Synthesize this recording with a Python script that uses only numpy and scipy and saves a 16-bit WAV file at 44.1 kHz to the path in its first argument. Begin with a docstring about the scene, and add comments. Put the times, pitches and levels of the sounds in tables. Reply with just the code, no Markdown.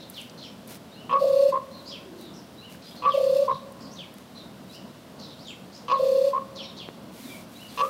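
"""A raven in a courtyard

A raven on a ledge under a stone arch calls four times. Each call opens with clicks that ring its throat
and bill and swell into a gulp. The first three go on to a low throbbing coo, a hiss of air and a closing
gulp. Small birds chirp over the far rumble of town, and a hand and sleeve brush the microphone."""
import sys
import numpy as np
from scipy import signal
from scipy.fft import rfft, irfft, next_fast_len
from scipy.io import wavfile

SR = 44100
rng = np.random.default_rng(int(sys.argv[2]) if len(sys.argv) > 2 else 0)


def wrap_up_sound(samples):
    """Save the sound to the file named by the first command line argument, as 16-bit audio."""
    columns = np.atleast_2d(samples).T
    # keep every value between -1 and 1, then stretch to whole-number steps
    tamed = np.clip(columns, -1, 1)
    steps = np.round(tamed * 32767).astype(np.int16)
    wavfile.write(sys.argv[1], SR, steps)


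N = 347949
T = np.arange(N) / SR

# How strong far traffic is from low to high: frequency_hz, relative_db
TRAFFIC_SPECTRUM = [(15, -82.5), (25, -37.5), (48, -39), (56, -17.5), (65, -20), (199, -0.5), (248, -4.5),
                    (388, -11), (444, -10.5), (565, -10), (605, -11), (648, -9.5), (796, -16.5),
                    (1010, -16), (1500, -24.5), (1950, -48), (3300, -120)]
# The same for the hiss of open air: frequency_hz, relative_db
AIR_SPECTRUM = [(880, -18.5), (1500, -2.5), (2450, -6.5), (2760, -4.5), (3270, -5), (4220, -6), (5730, -10),
                (6320, -13), (14200, -17), (15800, -18)]
# Tones of the ventilation hum: pitch_hz, level_db
HUM_TONES = [(81, -67), (120, -65.5), (241, -59)]
# Buzzy chirps: start_s, length_s, middle_hz, end_to_middle_ratio, relative_db, rasp (0 to 1)
CHIRPS = [(0, .053, 3900, 0.95, -44.5, 1), (.375, 0.081, 4200, 0.924, -42.5, .65),
          (0.431, 0.0634, 5100, 0.92, -47.5, .6), (1.711, 0.119, 4130, 0.937, -48.5, 0.4),
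          (1.855, 0.081, 5080, 1.06, -41, 0.52), (2.181, 0.1425, 3920, 0.86, -48, 0.57),
          (2.333, 0.0836, 5400, 0.935, -49, 0.55), (2.819, 0.073, 4000, 0.88, -46, 0.98),
          (2.861, 0.039, 5000, 1, -46.5, .1), (2.911, 0.031, 3600, 1.07, -47, 0.2),
          (2.96, 0.05793, 4290, 0.95, -44, 0.65), (3.499, 0.0843, 3841, 0.95, -45, 0.79),
          (3.804, 0.09466, 4800, 0.885, -46.5, 0.77), (3.906, 0.0575, 5930, 1.04, -45.5, 0.43),
          (4.35, .095, 3950, 0.893, -45, 0.48), (4.727, 0.0555, 5150, 0.94, -45.5, 0.63),
          (5.189, .09, 4090, 0.86, -43, 0.55), (5.212, 0.08, 5155, .86, -49.5, .6),
          (5.288, 0.066, 3780, 0.92, -45, 0.84), (5.381, 0.061, 4780, 1.21, -46.5, 0.6),
          (5.463, .064, 7230, 1.06, -51.5, 0.28), (5.723, 0.082, 5100, 1.07, -45, 1),
          (5.929, 0.053, 4000, 0.81, -44.5, 0.52), (6.552, 0.058, 4320, 0.916, -43, 0.94),
          (6.602, 0.066, 5420, .96, -46.5, 0.2), (6.627, .096, 3850, 0.87, -43, 0.73),
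          (6.772, 0.03507, 4307, 0.88, -42.5, 0.9), (7.22, 0.10696, 3683, 0.82, -49, 0.26),
          (7.293, 0.074, 2310, 0.928, -44.5, .06), (7.681, 0.047, 4000, 0.77, -46, 0.54)]
# Notes of a falling bird call: delay_s, length_s, first_hz, middle_hz, last_hz, relative_db, rasp
FALLING_NOTES = [(0, .094, 4400, 3050, 2085, -1.5, .7), (.026, 0.0444, 3545, 3250, 3020, -4, 1)]
# Notes of a two-note whistle, with the same columns
WHISTLE_NOTES = [(0, .05, 3741, 3987, 4378, 0.25, .05), (.04, .09, 2560, 2965, 2520, -1.5, .02)]
# When the falling calls come: start_s, relative_db
FALLING_CALLS = [(.137, -40), (.398, -43.5), (1.893, -40.5), (3.08, -39), (3.957, -41.5), (5.446, -41),
                 (6.558, -39), (6.763, -41)]
# When the two-note whistles come: start_s, relative_db
WHISTLE_CALLS = [(0.917, -48), (2.576, -45.5), (4.688, -48.5), (4.88, -64), (7.55, -47)]
# Rubs of hand and sleeve: start_s, end_s, base_level_db, grain_db
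RUBS = [(0.082, 0.288, -56, 1.5), (0.671, 0.779, -48.5, 2), (1.678, 1.963, -81.5, 10),
        (2.167, 2.274, -60.5, 2.5), (2.691, 2.779, -62, 5.5), (2.833, 2.998, -61, 3.5),
        (4.137, 4.242, -72.5, 7.5), (4.667, 4.772, -64.5, 5.5), (7.112, 7.455, -49.5, 0.5),
        (7.472, 7.735, -57, 2.5), (7.687, 7.971, -50.5, 1.5)]
# How strong the rubbing is from low to high: frequency_hz, relative_db
RUB_SPECTRUM = [(820, -13), (1400, 0), (1600, -6), (2250, 0.5), (2960, -3), (3380, -0.5), (7390, -5),
                (11500, -4.5), (15800, -8)]
# Ticks of fingers and clothing: start_s, peak_db, centre_hz
TICKS = [(.099, -26.5, 11000), (.214, -37, 7484), (.297, -36.5, 4970), (0.676, -36, 11250),
         (0.696, -39.5, 10100), (2.211, -42, 11200), (2.747, -42, 1300), (3.721, -44, 10150),
         (4.14, -41, 10660), (4.755, -45, 7960), (5.199, -39, 4458)]
# Rattles that open the calls: start_s, click_gap_s, first_ring_db, first_snap_db, brightness_hz
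RATTLES = [(1.0939, 0.0162, -15.5, -28.5, 3050), (3.022, 0.014, -18, -32.5, 3600),
           (5.8816, .016, -15, -28.5, 5360), (7.7745, 0.014909, -16, -27, 4780)]
# High tones at which throat and bill ring: pitch_hz, relative_db, ring_s (time to fade by 60 dB)
BILL_TONES = [(1360, -27, 0.033), (1690, -22.5, 0.053), (2526.4, -10, 0.02334), (2709.4, -7.5, 0.0167),
              (3154, -4, 0.00562), (3540, -11.5, 0.011), (4220, -7.5, 0.005), (5075, -14.5, 0.0121),
              (6060, -8.5, 0.00337)]
# Gulps: start_s, hold_s, pitch_hz, glide_hz_per_s, level_db, low_tone_relative_db, fade_db_per_s,
# pulsing (0 to 1)
GULPS = [(1.136, 0.029, 1089, 699.5, -13, -11, 560, 0.6), (1.522, 0.054, 1034, 900, -18, -8, 1701, 0.86),
         (3.056, 0.039, 1122, 500, -11.5, -17.5, 799, 0.66),
         (3.477, 0.048, 1039, 505, -16, -10.5, 1905.5, 1), (5.922, 0.0217, 1108, -600, -14, -14, 400, 0.4),
         (6.329, 0.051, 1034, 1002.5, -18, -11.5, 1000, 0.84),
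         (7.815, .018, 1120, 1700, -14.5, -10.5, 380, 0.8)]
# How strong the raven's hiss is from low to high: frequency_hz, relative_db
HISS_SPECTRUM = [(880, -36.5), (1500, -38.5), (1640, -9.5), (1790, -17.5), (2340, -17), (2710, -4),
                 (3050, -6.5), (4660, -1), (5450, -10.5), (7770, -13.5), (8410, -14.5), (8750, -16.5),
                 (12200, -15.5), (13400, -18), (15800, -18)]
# Bands where air whistles in the bill: centre_hz, half_width_hz, relative_db
HISS_WHISTLES = [(2485, 200, -2), (4140, 91, 6.5), (4360, 74, -15), (4830, 19, -1), (4724, 60, 6),
                 (7940, 73, -17), (8920, 130, -5.5), (11370, 270, -7.5), (13007, 77, -1.5)]
# Coos: start_s, length_s, lowest_hz, level_db, swell_db, extra_start_roughness (0 to 1)
COOS = [(1.204, 0.312, 554.2, -19.5, 7.5, 0.68), (3.137, .33, 548.4, -21.5, 7, 0.7),
        (5.99, 0.32831, 542, -21.5, 3.5, 0.24)]
# Distant low swells: start_s, end_s, first_hz, last_hz, level_db
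DRONES = [(2.035, 2.247, 371.3, 345.9, -45.5), (2.201, 2.454, 326.4, 295.9, -49.5),
          (3.521, 3.568, 150, 141, -41.5), (3.778, 3.935, 256.2, 257, -46),
          (7.185, 7.321, 259.4, 258, -43.5)]
# Echoes off the courtyard walls: delay_s, relative_db
WALL_ECHOES = [(.043, -15.5), (.068, -22.5), (.2, -56), (.45, -34.5)]


def from_db(db):
    """Turn decibels into a number to multiply a sound by."""
    return 10 ** (np.asarray(db) / 20)


def unit_level(x):
    """Scale a signal so that its average strength (rms) is 1."""
    return x / np.sqrt(np.mean(x ** 2) + 1e-20)


def add(track, start_s, sound):
    """Mix a sound into a track at the given time."""
    at = max(0, round(start_s * SR))
    track[at:at + len(sound)] += sound[:max(0, N - at)]


def seconds(length):
    """The time of each sample in a short sound."""
    return np.arange(max(8, int(length * SR))) / SR


def span(start_s, count):
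    """The places in the track that a short sound covers."""
    return np.clip(int(start_s * SR) + np.arange(count), 0, N - 1)


def phase_of(hz):
    """The running angle of a wave whose pitch may change."""
    return 2 * np.pi * np.cumsum(hz) / SR


def keep_band(x, hz, kind, order=2):
    """Keep the lows, the highs or a band between."""
    return signal.sosfilt(signal.butter(order, hz, kind, fs=SR, output="sos"), x)


def flutter(hz):
    """Random wavering up to about this rate, with a typical size of 1."""
    return unit_level(keep_band(rng.standard_normal(N), hz, "low"))


def noise(spectrum):
    """Noise of strength 1, shaped by a spectrum table."""
    hz, db = np.transpose(spectrum)
    size = next_fast_len(N)
    log_hz = np.log(np.maximum(np.arange(size // 2 + 1) * SR / size, 1))
    gain = from_db(np.interp(log_hz, np.log(hz), db, left=-120, right=-120))
    return unit_level(irfft(rfft(rng.standard_normal(size)) * gain, size)[:N])


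def swell(start, end, power):
    """A rise from 0 to 1 and back; a small power flattens the top."""
    return np.sin(np.pi * np.linspace(0, 1, len(seconds(end - start)))).clip(0) ** power


def ring(t, hz, ring_s):
    """A tone that fades by 60 dB in ring_s."""
    return np.sin(2 * np.pi * hz * t) * from_db(-60 * t / ring_s)


def echo(x, delay_s, db):
    """A sound together with one reflection of it."""
    return x + from_db(db) * np.interp(T - delay_s, T, x, left=0)


def town(traffic_db=-46, waver_db=1.1053, air_db=-56):
    """Far traffic rumbles, ventilation hums and the open air hisses evenly."""
    traffic = from_db(traffic_db + waver_db * flutter(4)) * noise(TRAFFIC_SPECTRUM)
    hum = sum(np.sqrt(2) * from_db(db) * np.sin(phase_of(hz + 2 * flutter(8))) for hz, db in HUM_TONES)
    return traffic + hum + from_db(air_db) * noise(AIR_SPECTRUM)


def bird_notes(start_ratio=0.93):
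    """List every small bird's note; a chirp starts a little low, which bends its glide."""
    notes = [(start, length, start_ratio * hz / glide, hz, glide * hz, db, rasp)
             for start, length, hz, glide, db, rasp in CHIRPS]
    for phrase, calls in ((FALLING_NOTES, FALLING_CALLS), (WHISTLE_NOTES, WHISTLE_CALLS)):
        for start, db in calls:
            for delay, length, first, middle, last, note_db, rasp in phrase:
                notes.append((start + delay, length, first, middle, last, db + note_db, rasp))
    return notes


def small_birds(clear_hz=2500, harsh_hz=4200, throat_hz=3200, throat_db=4, fade_db=7):
    """Whistles glide through three pitches, grow where the throat rings and buzz more when high."""
    out, jitter = np.zeros(N), flutter(800)
    flicker = from_db(2.5 * flutter(96))
    wander = 1 + 0.01203 * flutter(38.5)
    for start, length, first, middle, last, db, rasp in bird_notes():
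        shape = swell(start, start + length, power=0.31)
        here, progress = span(start, len(shape)), np.linspace(0, 1, len(shape))
        hz = np.polyval(np.polyfit([0, .5, 1], [first, middle, last], 2), progress) * wander[here]
        boost_db = throat_db * np.exp(-((hz - throat_hz) / 350) ** 2)
        level = from_db(db + boost_db - fade_db * progress ** 3)
        buzz = 0.1234 * rasp * np.interp(hz, [clear_hz, harsh_hz], [.1, 1]) * jitter[here]
        main = np.sin(phase_of(hz * (1 + buzz)))
        # The other side of the bird's voice box adds a higher tone.
        second = from_db(-7) * rasp * (1 - progress) * np.sin(phase_of(hz * 1.4 * (1 - buzz)))
        add(out, start, level * shape * flicker[here] * (main + second))
    return echo(out, delay_s=.012, db=-12)   # off the nearest house front


def handling(tick_ring_s=0.024, bump_at_s=6.888, bump_db=-20, bump_hz=190, bump_ring_s=0.0068):
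    """A hand and sleeve make grainy rubs, dry ticks and one dull bump on the casing."""
    out, cloth, grain = np.zeros(N), noise(RUB_SPECTRUM), flutter(189.9)
    for start, end, db, grain_db in RUBS:
        shape = swell(start, end, power=0.535)
        here = span(start, len(shape))
        add(out, start, from_db(db + grain_db * (grain[here] + 1)) * shape * cloth[here])
    for start, db, hz in TICKS:
        burst = keep_band(rng.standard_normal(2048), [hz / 1.2592, hz * 1.33], "band")
        tick = burst * from_db(-60 * T[:len(burst)] / tick_ring_s)
        add(out, start, from_db(db) * tick / np.abs(tick).max())
    t = seconds(.04)
    knock = np.cos(2 * np.pi * bump_hz * t) * from_db(-60 * t / bump_ring_s)
    dull_knock = keep_band(knock, 2730, "low", order=4)
    add(out, bump_at_s, from_db(bump_db) * keep_band(dull_knock, 136.6, "high"))
    return out


def raven_rattle(throat_hz=1075, low_hz=530, ring_s=0.031, ring_step_db=6, snap_step_db=3):
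    """Three ever louder clicks: each is a brief scrape that rings the throat and bill."""
    out, t = np.zeros(N), seconds(0.069)
    throat = ring(t, throat_hz, ring_s) + from_db(-15) * ring(t, low_hz, ring_s)
    throat *= 1 - np.exp(-t / 0.0037)   # soft start
    bill = sum((-1) ** k * from_db(db) * ring(t, hz, fade_s)
               for k, (hz, db, fade_s) in enumerate(BILL_TONES))
    for start, gap, ring_db, snap_db, bright_hz in RATTLES:
        for k in range(3):
            grit = rng.standard_normal(len(t)) * np.exp(-t / 0.0047)
            scrape = from_db(-17) * signal.fftconvolve(grit, bill)[:len(t)]
            snap = keep_band(0.16 * bill + scrape, bright_hz, "low", order=3)
            click = from_db(ring_db + k * ring_step_db) * throat
            click += from_db(snap_db + k * snap_step_db) * snap
            add(out, start + k * gap, click)
            add(out, start + k * gap + 0.0061, from_db(1.34) * click)   # the arch throws it back
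    return out


def raven_gulps(low_hz=535, pulse_hz=65.95, rise_s=0.0038, low_fade_share=0.48, air_db=-33):
    """Soft pulses of air ring two throat tones; the lower, about an octave down, dies more slowly."""
    out, t = np.zeros(N), seconds(.14)
    upper_waver, lower_waver = 1 + 0.02 * flutter(96), 1 + 0.032 * flutter(90)
    air = from_db(air_db) * unit_level(keep_band(rng.standard_normal(N), [1200, 2900], "band"))
    dips = 1 - np.abs(np.sin(np.pi * pulse_hz * t))
    for start, hold, hz, glide, db, low_db, fade_rate, pulsing in GULPS:
        here = span(start, len(t))
        drive = from_db(db) * (1 - np.exp(-t / rise_s)) * (1 - pulsing * dips)
        fade_db = -fade_rate * np.maximum(t - hold, 0)
        upper = phase_of((hz + glide * t) * upper_waver[here])
        lower = phase_of(low_hz * lower_waver[here])
        overtones = from_db(-36) * np.sin(upper + lower) + from_db(-38) * np.sin(2 * upper)
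        high_tone = from_db(fade_db) * (np.sin(upper) + overtones + air[here])
        low_tone = from_db(low_db + low_fade_share * fade_db) * np.sin(lower)
        add(out, start, drive * (high_tone + low_tone))
    return out


def raven_hiss(level_db=-46, lead_s=0.021, linger_s=0.028, rise_s=.01, fade_s=0.0556):
    """Grainy air escapes from just before each coo to just after, whistling faintly in the bill."""
    flow, white = np.zeros(N), rng.standard_normal(N)
    for start, length, *_ in COOS:
        t = seconds(lead_s + length + linger_s)
        shape = (1 - np.exp(-t / rise_s)) * np.clip(t[::-1] / fade_s, 0, 1)
        add(flow, start - lead_s, from_db(level_db) * shape)
    whistle = sum(from_db(db) * keep_band(white, [hz - half_width, hz + half_width], "band", order=1)
                  for hz, half_width, db in HISS_WHISTLES)
    grainy_air = noise(HISS_SPECTRUM) * from_db(2.5 * flutter(600))
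    breath = (grainy_air + from_db(-3) * unit_level(whistle)) * from_db(1.5 * flutter(53))
    with_ledge = echo(breath, delay_s=0.0011246, db=-8)
    with_arch = echo(with_ledge, delay_s=0.0062, db=-4)
    return flow * unit_level(with_arch)


def raven_coos(throb_hz=32.9, depth=0.87, lower_share=0.81, rasp_hz=585, bend_hz=7.97,
               lowest_at_s=0.1164, loudest_at_s=.21, settle_s=0.087, fade_s=0.033):
    """A flutter in the voice box makes a low tone throb deeply; its pitch sags, then climbs."""
    out, rasp_phase = np.zeros(N), 2 * np.pi * rasp_hz * T
    rasp = flutter(45) * np.sin(rasp_phase) + flutter(45) * np.cos(rasp_phase)
    waver_hz, stumble = 4 * flutter(27), 0.2 * flutter(28)
    for start, length, hz, db, swell_db, start_roughness in COOS:
        t = seconds(length)
        here = span(start, len(t))
        tone = phase_of(hz + bend_hz * (t / lowest_at_s - 1) ** 2 + waver_hz[here])
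        throb = np.pi + 2 * np.pi * throb_hz * t + stumble[here]
        roughness = .07 + start_roughness * np.exp(-(t / settle_s) ** 4)
        # Tones one throb rate apart take turns helping and cancelling each other.
        side_tones = lower_share * np.sin(tone - throb) + (1 - lower_share) * np.sin(tone + throb)
        voice = np.sin(tone) + depth * side_tones - from_db(-22) * np.sin(tone - 2 * throb)
        voice += from_db(-32) * np.sin(2 * tone - throb) * (1 + np.cos(throb))   # faint octave
        voice += from_db(-6) * roughness * rasp[here] * 2 * np.abs(np.cos(throb / 2))
        level = np.sqrt(2) * from_db(db - swell_db * (t / loudest_at_s - 1) ** 2)
        edges = np.clip((length - t) / fade_s, 0, 1) * swell(start, start + length, power=0.04326)
        add(out, start, level * edges * voice)
    return out


def drones(waver_hz=25):
    """Narrow, hollow swells rise out of the far rumble."""
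    out, cos_waver, sin_waver = np.zeros(N), flutter(waver_hz), flutter(waver_hz)
    for start, end, first_hz, last_hz, db in DRONES:
        shape = swell(start, end, power=0.3775)
        here = span(start, len(shape))
        phase = phase_of(np.linspace(first_hz, last_hz, len(shape)))
        hollow = cos_waver[here] * np.cos(phase) + sin_waver[here] * np.sin(phase)
        add(out, start, from_db(db) * shape * hollow)
    return out


def courtyard(x, tail_db, ring_s, dull_hz):
    """Add a few wall echoes and a soft tail scattered by house fronts and trees."""
    t = T[:2 * SR]
    tail = keep_band(rng.standard_normal(len(t)), dull_hz, "low", order=1)
    tail *= from_db(-60 * t / ring_s) * (1 - np.exp(-t / 0.0088))
    tail = keep_band(tail, 750, "high", order=1)   # the ground soaks up the lows
    echoes = from_db(tail_db) * tail / np.sqrt(np.sum(tail ** 2))
    for delay, db in WALL_ECHOES:
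        echoes[int(delay * SR)] += from_db(db)
    return x + signal.fftconvolve(x, echoes)[:N]


def scene():
    """Mix everything into one channel; the raven and small birds echo in the courtyard."""
    calls = raven_rattle() + raven_gulps() + raven_coos() + raven_hiss()
    raven = courtyard(calls, tail_db=-26, ring_s=1.699, dull_hz=3000)
    birds = from_db(-2.5) * courtyard(small_birds(), tail_db=-7, ring_s=0.39, dull_hz=6069)
    return (raven + birds + handling() + drones() + town())[None]


def record(dry, cutoff_hz=15850):
    """Cut the very highest treble steeply."""
    return signal.sosfilt(signal.ellip(12, .1, 80, cutoff_hz, fs=SR, output="sos"), dry)


dry = scene()
out = record(dry)
wrap_up_sound(out)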